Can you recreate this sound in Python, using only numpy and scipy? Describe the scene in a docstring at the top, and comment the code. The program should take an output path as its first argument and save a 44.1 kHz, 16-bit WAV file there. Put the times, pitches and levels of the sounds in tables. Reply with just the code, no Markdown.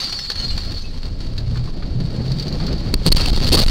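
"""Glassy clinks die away, road rumble and a drone swell, loose trim rattles; then the car body crunches and heaves.
This is the inside of a car that runs into a tram, heard by a small dashboard camera.
Filtered noise makes road, rattle, grit and crunches; decaying sines make clinks and ringing panels.
The microphone port rings in the treble, and the crash overloads it so that the clatter chokes in gaps."""
import sys
import numpy as np
from scipy import signal
from scipy.fft import rfft, irfft, next_fast_len
from scipy.io import wavfile
from scipy.ndimage import uniform_filter1d

SR = 44100
rng = np.random.default_rng(int(sys.argv[2]) if len(sys.argv) > 2 else 0)


def materialize(psi):
    """Save the field psi as 16-bit PCM at rate SR to the path in sys.argv[1].

    A 1-D psi becomes a single channel; in a 2-D psi each row is a channel.
    """
    bounded = np.clip(np.atleast_2d(psi).T, -1, 1)
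    quanta = np.round(bounded * 32767).astype(np.int16)
    wavfile.write(sys.argv[1], SR, quanta)


N = 163170

# Levels are relative, ahead of any offset in the functions; spectra give relative power density.
# Low rumble and tyre roar. Each row: time in seconds, level in dB.
RUMBLE_LEVEL = [(0.0, -36.5), (0.3, -35.5), (0.41, -25), (0.46, -32), (0.5, -18), (0.65, -25.5),
                (1.5, -22.5), (2.04, -22.5), (2.43, -33), (2.59, -20), (2.91, -25), (2.96, -18),
                (3.04, -20), (3.2, -15.5), (3.7, -12.5)]
ROAR_LEVEL = [(0, -43.5), (.3, -47), (.42, -37), (.56, -37), (.63, -41), (.71, -36), (.8, -41.5),
              (1.2, -40), (1.45, -37.5), (1.6, -37), (1.72, -36.5), (1.9, -35.5), (2.2, -32.5), (2.5, -34),
              (2.64, -28), (2.92, -30), (3.0, -33.5), (3.2, -29), (3.7, -26)]
# Spectra of rumble and roar. Each row: frequency in Hz, density in dB.
RUMBLE_SPECTRUM = [(8, -11.5), (20, 7), (35, -1), (55, -5.5), (75, -5.5), (110, -16.5), (200, -32.5),
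                   (500, -78.5)]
ROAR_SPECTRUM = [(30, -4), (100, 3), (170, 1), (250, -2.5), (350, -9.5), (550, -14), (1000, -26),
                 (2000, -33.5), (4500, -43), (12000, -46)]
# Drone of the running gear. Each row: time in seconds, level in dB.
DRONE_LEVEL = [(0, -49), (.64, -43), (.71, -29), (.8, -52), (1.28, -29.5), (1.38, -23), (1.5, -18),
               (1.64, -17.5), (1.72, -32.5), (2.12, -31), (2.2, -19.5), (2.39, -20), (2.48, -30),
               (2.62, -21.5), (2.9, -30.5), (3.7, -26)]
# Drone pitch. Each row: time in seconds, pitch in Hz before its random waver.
DRONE_PITCH = [(0, 105.4), (1.4, 109.8), (1.66, 123.7), (1.8, 101.8), (2.2, 122), (2.45, 141.9),
               (2.68, 162.3), (2.86, 164.4), (3.0, 140)]
# Drone partials. Each row: multiple of the drone pitch, level in dB.
DRONE_PARTIALS = [(.31, -2), (0.659, -7), (1, 4), (1.3, -6), (2, -15)]
# Fine rattle of loose parts. 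Each row: time in seconds, level in dB.
RATTLE_LEVEL = [(0, -27.5), (.2, -29.5), (.27, -33.5), (.5, -30), (.75, -37.5), (.9, -36.5), (1.15, -42),
                (1.5, -38), (1.8, -43.5), (2.1, -39.5), (2.3, -36.5), (2.9, -37.5), (3.0, -35.5),
                (3.1, -23), (3.42, -24.5), (3.7, -18)]
# Rattle spectrum. Each row: frequency in Hz, density in dB.
RATTLE_SPECTRUM = [(100, 2), (500, 5), (1200, 6), (2200, 2.5), (3200, 1), (4500, -4), (6200, -2.5),
                   (9000, 1), (11000, -4.5), (15000, 5)]
# Sharp knocks of trim. Each row: start in seconds, level in dB, decay to 1/e in seconds.
TRIM_KNOCKS = [(.002, -26, 0.0078), (0.126, -23, 0.0061), (0.19, -26, 0.0067), (0.301, -19, 0.0048),
               (0.317, -26.5, 0.0053), (0.357, -28, 0.0053), (0.504, -33, 0.022), (0.577, -25.5, 0.0079),
               (0.604, -35.5, 0.0066), (1.031, -31.5, 0.0028), (1.204, -36, 0.0094), (1.266, -39, 0.0053),
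               (1.572, -34.5, 0.008), (2.003, -37, 0.0097)]
# Knock spectrum. Each row: frequency in Hz, density in dB.
KNOCK_SPECTRUM = [(100, -6), (600, 6.5), (1500, 5), (3200, 1.5), (4500, -1), (7000, -1), (15000, 0)]
# Thin ticks of small loose things. Each row: time of the peak in seconds, level in dB.
THIN_TICKS = [(0.0435, -22), (0.746, -36), (0.77, -37), (1.381, -27.5), (2.28, -36), (2.303, -37),
              (2.319, -27), (2.3867, -30), (2.398, -25), (2.4259, -27.5), (2.482, -28), (2.527, -30),
              (2.6675, -25), (2.729, -28.5), (2.782, -36), (2.805, -34)]
# Spectrum of ticks and sizzle. Each row: frequency in Hz, density in dB.
TICK_SPECTRUM = [(300, -25), (1500, -7), (3000, -5.5), (4500, -3), (7000, -7), (10000, -8), (15000, 1)]
TICK_RISE_S, TICK_DECAY_S = 0.0016, 0.0048
# Hollow taps of plastic panels. Each row: start in seconds, level in dB, pitch in Hz.
PANEL_TAPS = [(.695, -34, 543), (1.557, -37, 1300), (1.594, -39, 280), (1.675, -39.5, 1030),
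              (1.378, -41.5, 1650), (1.824, -36, 1330), (2.6, -31, 756), (2.68, -34.5, 1330)]
TAP_DECAY_S, TAP_WIDTH_HZ = .012, 330
# Glassy clinks. Each row: start in seconds, level in dB, pitch in Hz before glide and waver.
CLEAR_CLINKS = [(.005, -33, 6500), (.045, -33, 4700), (.03, -36, 5640), (.088, -31, 5700), (.14, -36, 4600),
                (0.27, -39, 4700), (.16, -37, 5800), (.15, -34, 10134), (.19, -28, 5230), (0.18, -34, 6000),
                (.222, -35, 7300), (0.39, -31, 3014), (.385, -29.5, 6400), (.39, -46, 3100),
                (0.5, -32, 2900), (.45, -39, 4700), (.49, -31, 4130), (0.48, -35, 3600), (.61, -41.5, 4160),
                (0.18, -40, 5100), (.065, -45, 4100), (0.507, -30, 7800), (0.43, -39, 7300),
                (.808, -38, 6258), (0.838, -34.5, 2612)]
CLINK_DECAY_S, CLINK_RISE_SHARE = 0.02, 0.6  # rise as a share of the decay
CLINK_GLIDE_PER_S, CLINK_WAVER = .7, .008  # shares of the pitch; glide is scaled at random
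# Range of decay times in the clink shower: shortest and longest in seconds.
SHOWER_DECAY_S = (.004, .014)
SHOWER_DB_PER_OCTAVE = 5
# Bright sizzle of grit. Each row: time in seconds, level in dB.
SIZZLE_LEVEL = [(0, -49), (.8, -46), (1.1, -74), (2.0, -75), (2.3, -52), (2.5, -51), (2.65, -47),
                (2.9, -61), (3.7, -27)]
# Thin wavering whine. Each row: time in seconds, level in dB.
WHINE_LEVEL = [(.33, -52.5), (.39, -48), (.44, -45.5), (.49, -48), (.53, -64), (.6, -82), (.68, -51.5),
               (.73, -63), (.79, -58), (.9, -92)]
WHINE_CENTRE_HZ = 4305
# Bumps in the road. Each row: start in seconds, level in dB, length in seconds.
ROAD_BUMPS = [(1.944, -16.5, 0.157), (2.3, -23, 0.0771)]
BOOM_HZ, BOOM_Q, BOOM_FADE_DB = 136.5, 3.3, -6.5
# Crunches of the collision. Each row: start in seconds, length before the fall in seconds, level in dB.
CRUNCH_BURSTS = [(2.9394, .0015, -6), (3.054, 0.0048, -21), (3.063, 0.0018, -0.5), (3.068, 0.021, -14),
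                 (3.117, 0.0074, -12.5), (3.124, 0.0016, -5), (3.134, 0.0015, -9.5), (3.158, 0.0044, -19),
                 (3.166, 0.0064, -12), (3.186, 0.013, -20.5), (3.203, 0.0157, -18.5),
                 (3.2585, 0.0031, -8.5), (3.268, 0.035, -23.5), (3.284, 0.0028, -17),
                 (3.329, 0.0035, -18.5), (3.362, 0.014, -20), (3.428, .008, -23.5), (3.443, 0.015, -22),
                 (3.467, .006, -21), (3.476, 0.015, -17.5), (3.514, 0.012, -14.5), (3.526, 0.031, -4.5),
                 (3.569, 0.025, -13.5), (3.589, 0.014, -14.5), (3.616, 0.02, -14.5), (3.666, 0.0077, -14),
                 (3.68, .011, -29)]
# Crunch spectrum. Each row: frequency in Hz, density in dB.
CRUNCH_SPECTRUM = [(40, 14), (150, 21), (400, 14), (800, 2), (1500, -6), (3000, 3), (4500, -1.5),
                   (7000, -2), (15000, 8.5)]
CRUNCH_RISE_S, CRUNCH_DECAY_S = .001, .0018
PART_DB, PART_Q = -11, 5
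# Heavy blows on the panels. Each row: start in seconds, level in dB, pitch of the modes hit hardest in Hz.
PANEL_BLOWS = [(2.939, -16.5, 348.7), (3.06, -1.5, 141), (3.066, -9, 607), (3.163, -18, 613),
               (3.202, -13.5, 900), (3.257, -13, 2000), (3.427, -20, 141), (3.531, -9, 423),
               (3.543, -1.5, 710), (3.574, -12.5, 112)]
BLOW_DB_PER_OCTAVE = 7
# Modes of the buckling panels. Each row: lowest pitch in Hz, level in dB, 60 dB decay in seconds.
PANEL_MODES = [(121, 1, 0.075), (154.6, 2, 0.13), (272, 3.5, 0.056), (365, -3, 0.077), (495, -0.5, 0.034),
               (587, -7, 0.037), (910, -14, 0.065), (1240, -20, 0.025), (2610, -2, 0.028)]
# Heaves of cabin air as the body buckles and the camera is thrown.
# Each row: rebound time in seconds, length of the suck in seconds, length of the push in seconds, level in dB.
AIR_HEAVES = [(2.956, .017, .012, -12), (3.105, .02, .013, -4), (3.149, .024, .013, -3),
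              (3.318, .013, .017, -10), (3.509, .016, .011, -6), (3.664, .022, .019, -3)]
HEAVE_RISE_S, HEAVE_EDGE_S = .007, .0015
PORT_HZ, PORT_Q = 4480, 14.3
CEILING, KNEE, COUPLING_HZ = .38, 2.7, 6.5
FULL_SCALE, LEAK, EDGE_HZ = .42, .026, 15900


def amp(db):
    """Amplitude from dB."""
    return 10 ** (np.asarray(db) / 20)


def evened(x):
    """Scales to rms 1."""
    return x / np.sqrt(np.mean(x ** 2) + 1e-20)


def noise(length=N):
    """White noise."""
    return rng.standard_normal(length)


def curve(rows):
    """Second column of a table, interpolated over time."""
    s, value = np.transpose(rows)
    return np.interp(np.arange(N) / SR, s, value)


def add(mix, s, sound):
    """Adds a sound in place from s seconds, cut at the end."""
    part = mix[max(round(s * SR), 0):][:len(sound)]
    part += sound[:len(part)]


def colour(x, points):
    """Causal minimum-phase filter with the given spectrum; white noise keeps its power."""
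    hz, db = np.transpose(points)
    size = 2 * next_fast_len(N)
    bin_hz = abs(np.fft.fftfreq(size, 1 / SR)) + 1
    gain = evened(amp(np.interp(np.log(bin_hz), np.log(hz), db)))
    response = np.exp(np.conj(signal.hilbert(np.log(gain))))
    return irfft(rfft(x, size) * response[:size // 2 + 1])[:N]


def wander(hz):
    """Random drift of rms 1, low-passed near hz."""
    ratio = np.fft.rfftfreq(N, 1 / SR) / hz
    return evened(irfft(rfft(noise()) / (1 + ratio ** 4), N))


def steady(x, span_s):
    """Evens out swings slower than the span."""
    power = uniform_filter1d(x ** 2, max(int(span_s * SR), 1))
    return x / np.sqrt(abs(power) + 1e-12)


def contacts(per_s, spread_db, most):
    """Random clicks of either sign and uneven strength."""
    struck = rng.random(N) < per_s / SR
    strength = amp(spread_db * np.minimum(rng.exponential(1, N), most))
    return struck * rng.choice([-1, 1], N) * strength


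def road():
    """Lumpy rumble and tyre roar from noise; a rough drone from partials of a wavering pitch."""
    rumble = steady(colour(noise(), RUMBLE_SPECTRUM), 0.124) * amp(curve(RUMBLE_LEVEL) + 0.5)
    roar_db = curve(ROAR_LEVEL) + 6.0 + 2.2 * wander(23.3)
    roar = steady(colour(noise(), ROAR_SPECTRUM), 0.32) * amp(roar_db)
    turns = np.cumsum(curve(DRONE_PITCH) * (1 + 0.0244 * wander(28.3))) / SR
    drone = np.zeros(N)
    for multiple, db in DRONE_PARTIALS:
        partial = np.sin(2 * np.pi * (multiple * turns + rng.random()))
        drone += amp(db) * partial * (1 + .22 * wander(30))
    return rumble + roar + steady(drone, 0.32) * amp(curve(DRONE_LEVEL) - 3.5)


def rattle(per_s=700, spread_db=5, hiss=0.88, clump_db=2.3):
    """Many tiny contacts over a fine hiss, swelling together in clumps."""
    grit = evened(evened(contacts(per_s, spread_db, 4)) + hiss * noise())
    level_db = curve(RATTLE_LEVEL) - 6.0 + clump_db * wander(24)
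    return colour(grit * amp(level_db), RATTLE_SPECTRUM)


def knocks():
    """Dry knocks and thin ticks are decaying noise; hollow taps are noise through a panel resonance."""
    sharp, thin, hollow = np.zeros((3, N))
    t = np.arange(SR // 10) / SR
    for s, db, decay_s in TRIM_KNOCKS:
        add(sharp, s, amp(db) * np.exp(-t / decay_s) * noise(len(t)))
    after_peak = t - 2 * TICK_RISE_S
    tick = np.exp(np.minimum(after_peak / TICK_RISE_S, -after_peak / TICK_DECAY_S))
    for s, db in THIN_TICKS:
        add(thin, s - 2 * TICK_RISE_S, amp(db) * tick * noise(len(t)))
    for s, db, hz in PANEL_TAPS:
        resonance = signal.iirpeak(hz, hz / TAP_WIDTH_HZ, SR)
        panel = evened(signal.lfilter(*resonance, noise(len(t))))
        add(hollow, s, amp(db) * np.exp(-t / TAP_DECAY_S) * panel)
    return colour(sharp, KNOCK_SPECTRUM) + colour(thin, TICK_SPECTRUM) + hollow


def cabin(x, wet_db=-7, t60=0.087, count=40):
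    """Quick reflections from windscreen and dashboard, each weaker the later it comes."""
    taps = np.zeros(SR // 10)
    for u, sign in zip(rng.random(count), rng.choice([-1, 1], count)):
        s = 0.001053 + 0.048 * u
        add(taps, s, np.array([sign * amp(-60 * s / t60)]))
    reflected = signal.fftconvolve(x, taps / np.linalg.norm(taps))[:N]
    return (x + amp(wet_db) * reflected) / np.hypot(1, amp(wet_db))


def clink_shower(count=420, shower_db=-39, fade_db_per_s=20, shower_s=1.3, scatter_db=5):
    """Rows of start, level, pitch and decay for small clinks that thin out and fade."""
    when, size, pitch, damping = rng.random((count, 4)).T
    when_s = shower_s * when ** 1.6
    hz = 3500 + 9500 * pitch ** 2.2
    db = shower_db - fade_db_per_s * when_s + scatter_db * (2 * size - 1)
    db += SHOWER_DB_PER_OCTAVE * np.log2(hz / PORT_HZ)
    return list(zip(when_s, db, hz, np.interp(damping, [0, 1], SHOWER_DECAY_S)))


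def clinks():
    """Clear clinks over a shower of shorter ones: brief sines that waver and slide in pitch."""
    out, t = np.zeros(N), np.arange(SR // 6) / SR
    waver = wander(110)
    clear = [(*row, CLINK_DECAY_S) for row in CLEAR_CLINKS]
    for s, db, hz, decay_s in clear + clink_shower():
        glide = CLINK_GLIDE_PER_S * rng.uniform(-0.97, 0.49) * t
        bend = glide + CLINK_WAVER * waver[rng.integers(N - len(t)):][:len(t)]
        envelope = (1 - np.exp(-t / (CLINK_RISE_SHARE * decay_s))) * np.exp(-t / decay_s)
        turns = np.cumsum(hz * (1 + bend)) / SR
        add(out, s, amp(db) * envelope * np.sin(2 * np.pi * turns))
    return out


def sizzle(clump_db=4):
    """Fine grit as bright noise in quick flurries."""
    level_db = curve(SIZZLE_LEVEL) + clump_db * wander(70)
    return colour(noise() * amp(level_db), TICK_SPECTRUM)


def whine():
    """A thin tone among the clinks, rough in pitch and unsteady in level."""
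    turns = np.cumsum(WHINE_CENTRE_HZ + 25 * wander(20) + 30 * wander(150)) / SR
    return amp(curve(WHINE_LEVEL)) * np.sin(2 * np.pi * turns) * (1 + .5 * wander(50))


def bumps():
    """The cabin booms in a narrow band of noise for a moment from each bump."""
    level = np.zeros(N)
    edges_hz = BOOM_HZ * (1 + np.array([-.5, .5]) / BOOM_Q)
    band = signal.butter(2, edges_hz, "band", fs=SR, output="sos")
    boom = steady(signal.sosfilt(band, noise()), 0.039)
    for s, db, length_s in ROAD_BUMPS:
        u = np.linspace(0, 1, int(length_s * SR))
        add(level, s, amp(db + BOOM_FADE_DB * u) * signal.windows.tukey(len(u), .25))
    return level * boom


def crunches(grain_db=3.0, snaps_per_s=1100, snap_db=4, hiss=0.32, lump_db=3):
    """Bursts of snapping metal and plastic; each breaking part has its own resonance."""
    force, parts = np.zeros((2, N))
    t = np.arange(SR // 8) / SR
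    for s, length_s, db in CRUNCH_BURSTS:
        fall = np.exp(-np.maximum(t - length_s, 0) / CRUNCH_DECAY_S)
        burst = amp(db) * np.minimum(t / CRUNCH_RISE_S, 1) * fall
        add(force, s, burst)
        resonance = signal.iirpeak(350 * 4 ** rng.random(), PART_Q, SR)
        part = evened(signal.lfilter(*resonance, noise(len(t))))
        add(parts, s, amp(PART_DB) * burst * part)
    grainy_hiss = evened(noise() * amp(grain_db * wander(240)))
    grit = evened(evened(contacts(snaps_per_s, snap_db, 3)) + hiss * grainy_hiss)
    lumps = evened(amp(lump_db * wander(90)))
    return colour(force * grit * lumps, CRUNCH_SPECTRUM) + parts


def blows():
    """Each blow rings the panel modes, weaker the further they lie from its pitch."""
    body, t = np.zeros(N), np.arange(SR // 8) / SR
    for s, level_db, centre_hz in PANEL_BLOWS:
        for hz, db, t60 in PANEL_MODES:
            distance_db = BLOW_DB_PER_OCTAVE * abs(np.log2(hz / centre_hz))
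            envelope = amp(level_db + db - distance_db - 60 * t / t60)
            ring = np.sin(2 * np.pi * hz * rng.uniform(1.0, 1.04) * t)
            add(body, s, envelope * rng.choice([-1, 1]) * ring)
    return body


def heaves():
    """A suck of air (negative pressure) and its sudden rebound (positive)."""
    air, t = np.zeros(N), np.arange(SR // 8) / SR
    for s, suck_s, push_s, db in AIR_HEAVES:
        held = np.clip(np.minimum(t, suck_s + push_s - t) / HEAVE_RISE_S, 0, 1)
        add(air, s - suck_s, amp(db) * held * np.tanh((t - suck_s) / HEAVE_EDGE_S))
    return air


def scene():
    """Road, trim, clinks and crash summed to one channel."""
    trim = cabin(rattle(), wet_db=-4.5) + cabin(knocks(), wet_db=-9) + sizzle()
    crash = crunches() + blows() + heaves()
    return (road() + trim + clinks() + whine() + bumps() + crash)[None]


def record(dry):
    """The port rings; the preamplifier saturates, sags back and meets full scale; then the band limit."""
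    ratio = np.fft.rfftfreq(2 * N, 1 / SR) / PORT_HZ
    port = 1 / (1 - ratio ** 2 + 1j * ratio / PORT_Q)
    rung = irfft(rfft(dry, 2 * N) * port)[:, :N]
    fine = signal.resample_poly(rung, 2, 1, axis=1)  # saturates at twice the rate
    saturated = fine / (1 + abs(fine / CEILING) ** KNEE) ** (1 / KNEE)
    saturated = signal.resample_poly(saturated, 1, 2, axis=1)
    sagged = signal.lfilter(*signal.butter(1, COUPLING_HZ, "high", fs=SR), saturated)
    limited = np.clip(sagged, -FULL_SCALE, FULL_SCALE) + LEAK * rung  # a little leaks past
    band_limit = signal.firwin(201, EDGE_HZ, window=("kaiser", 8), fs=SR)
    return signal.oaconvolve(limited, band_limit[None], "same")


dry = scene()
out = record(dry)
materialize(out)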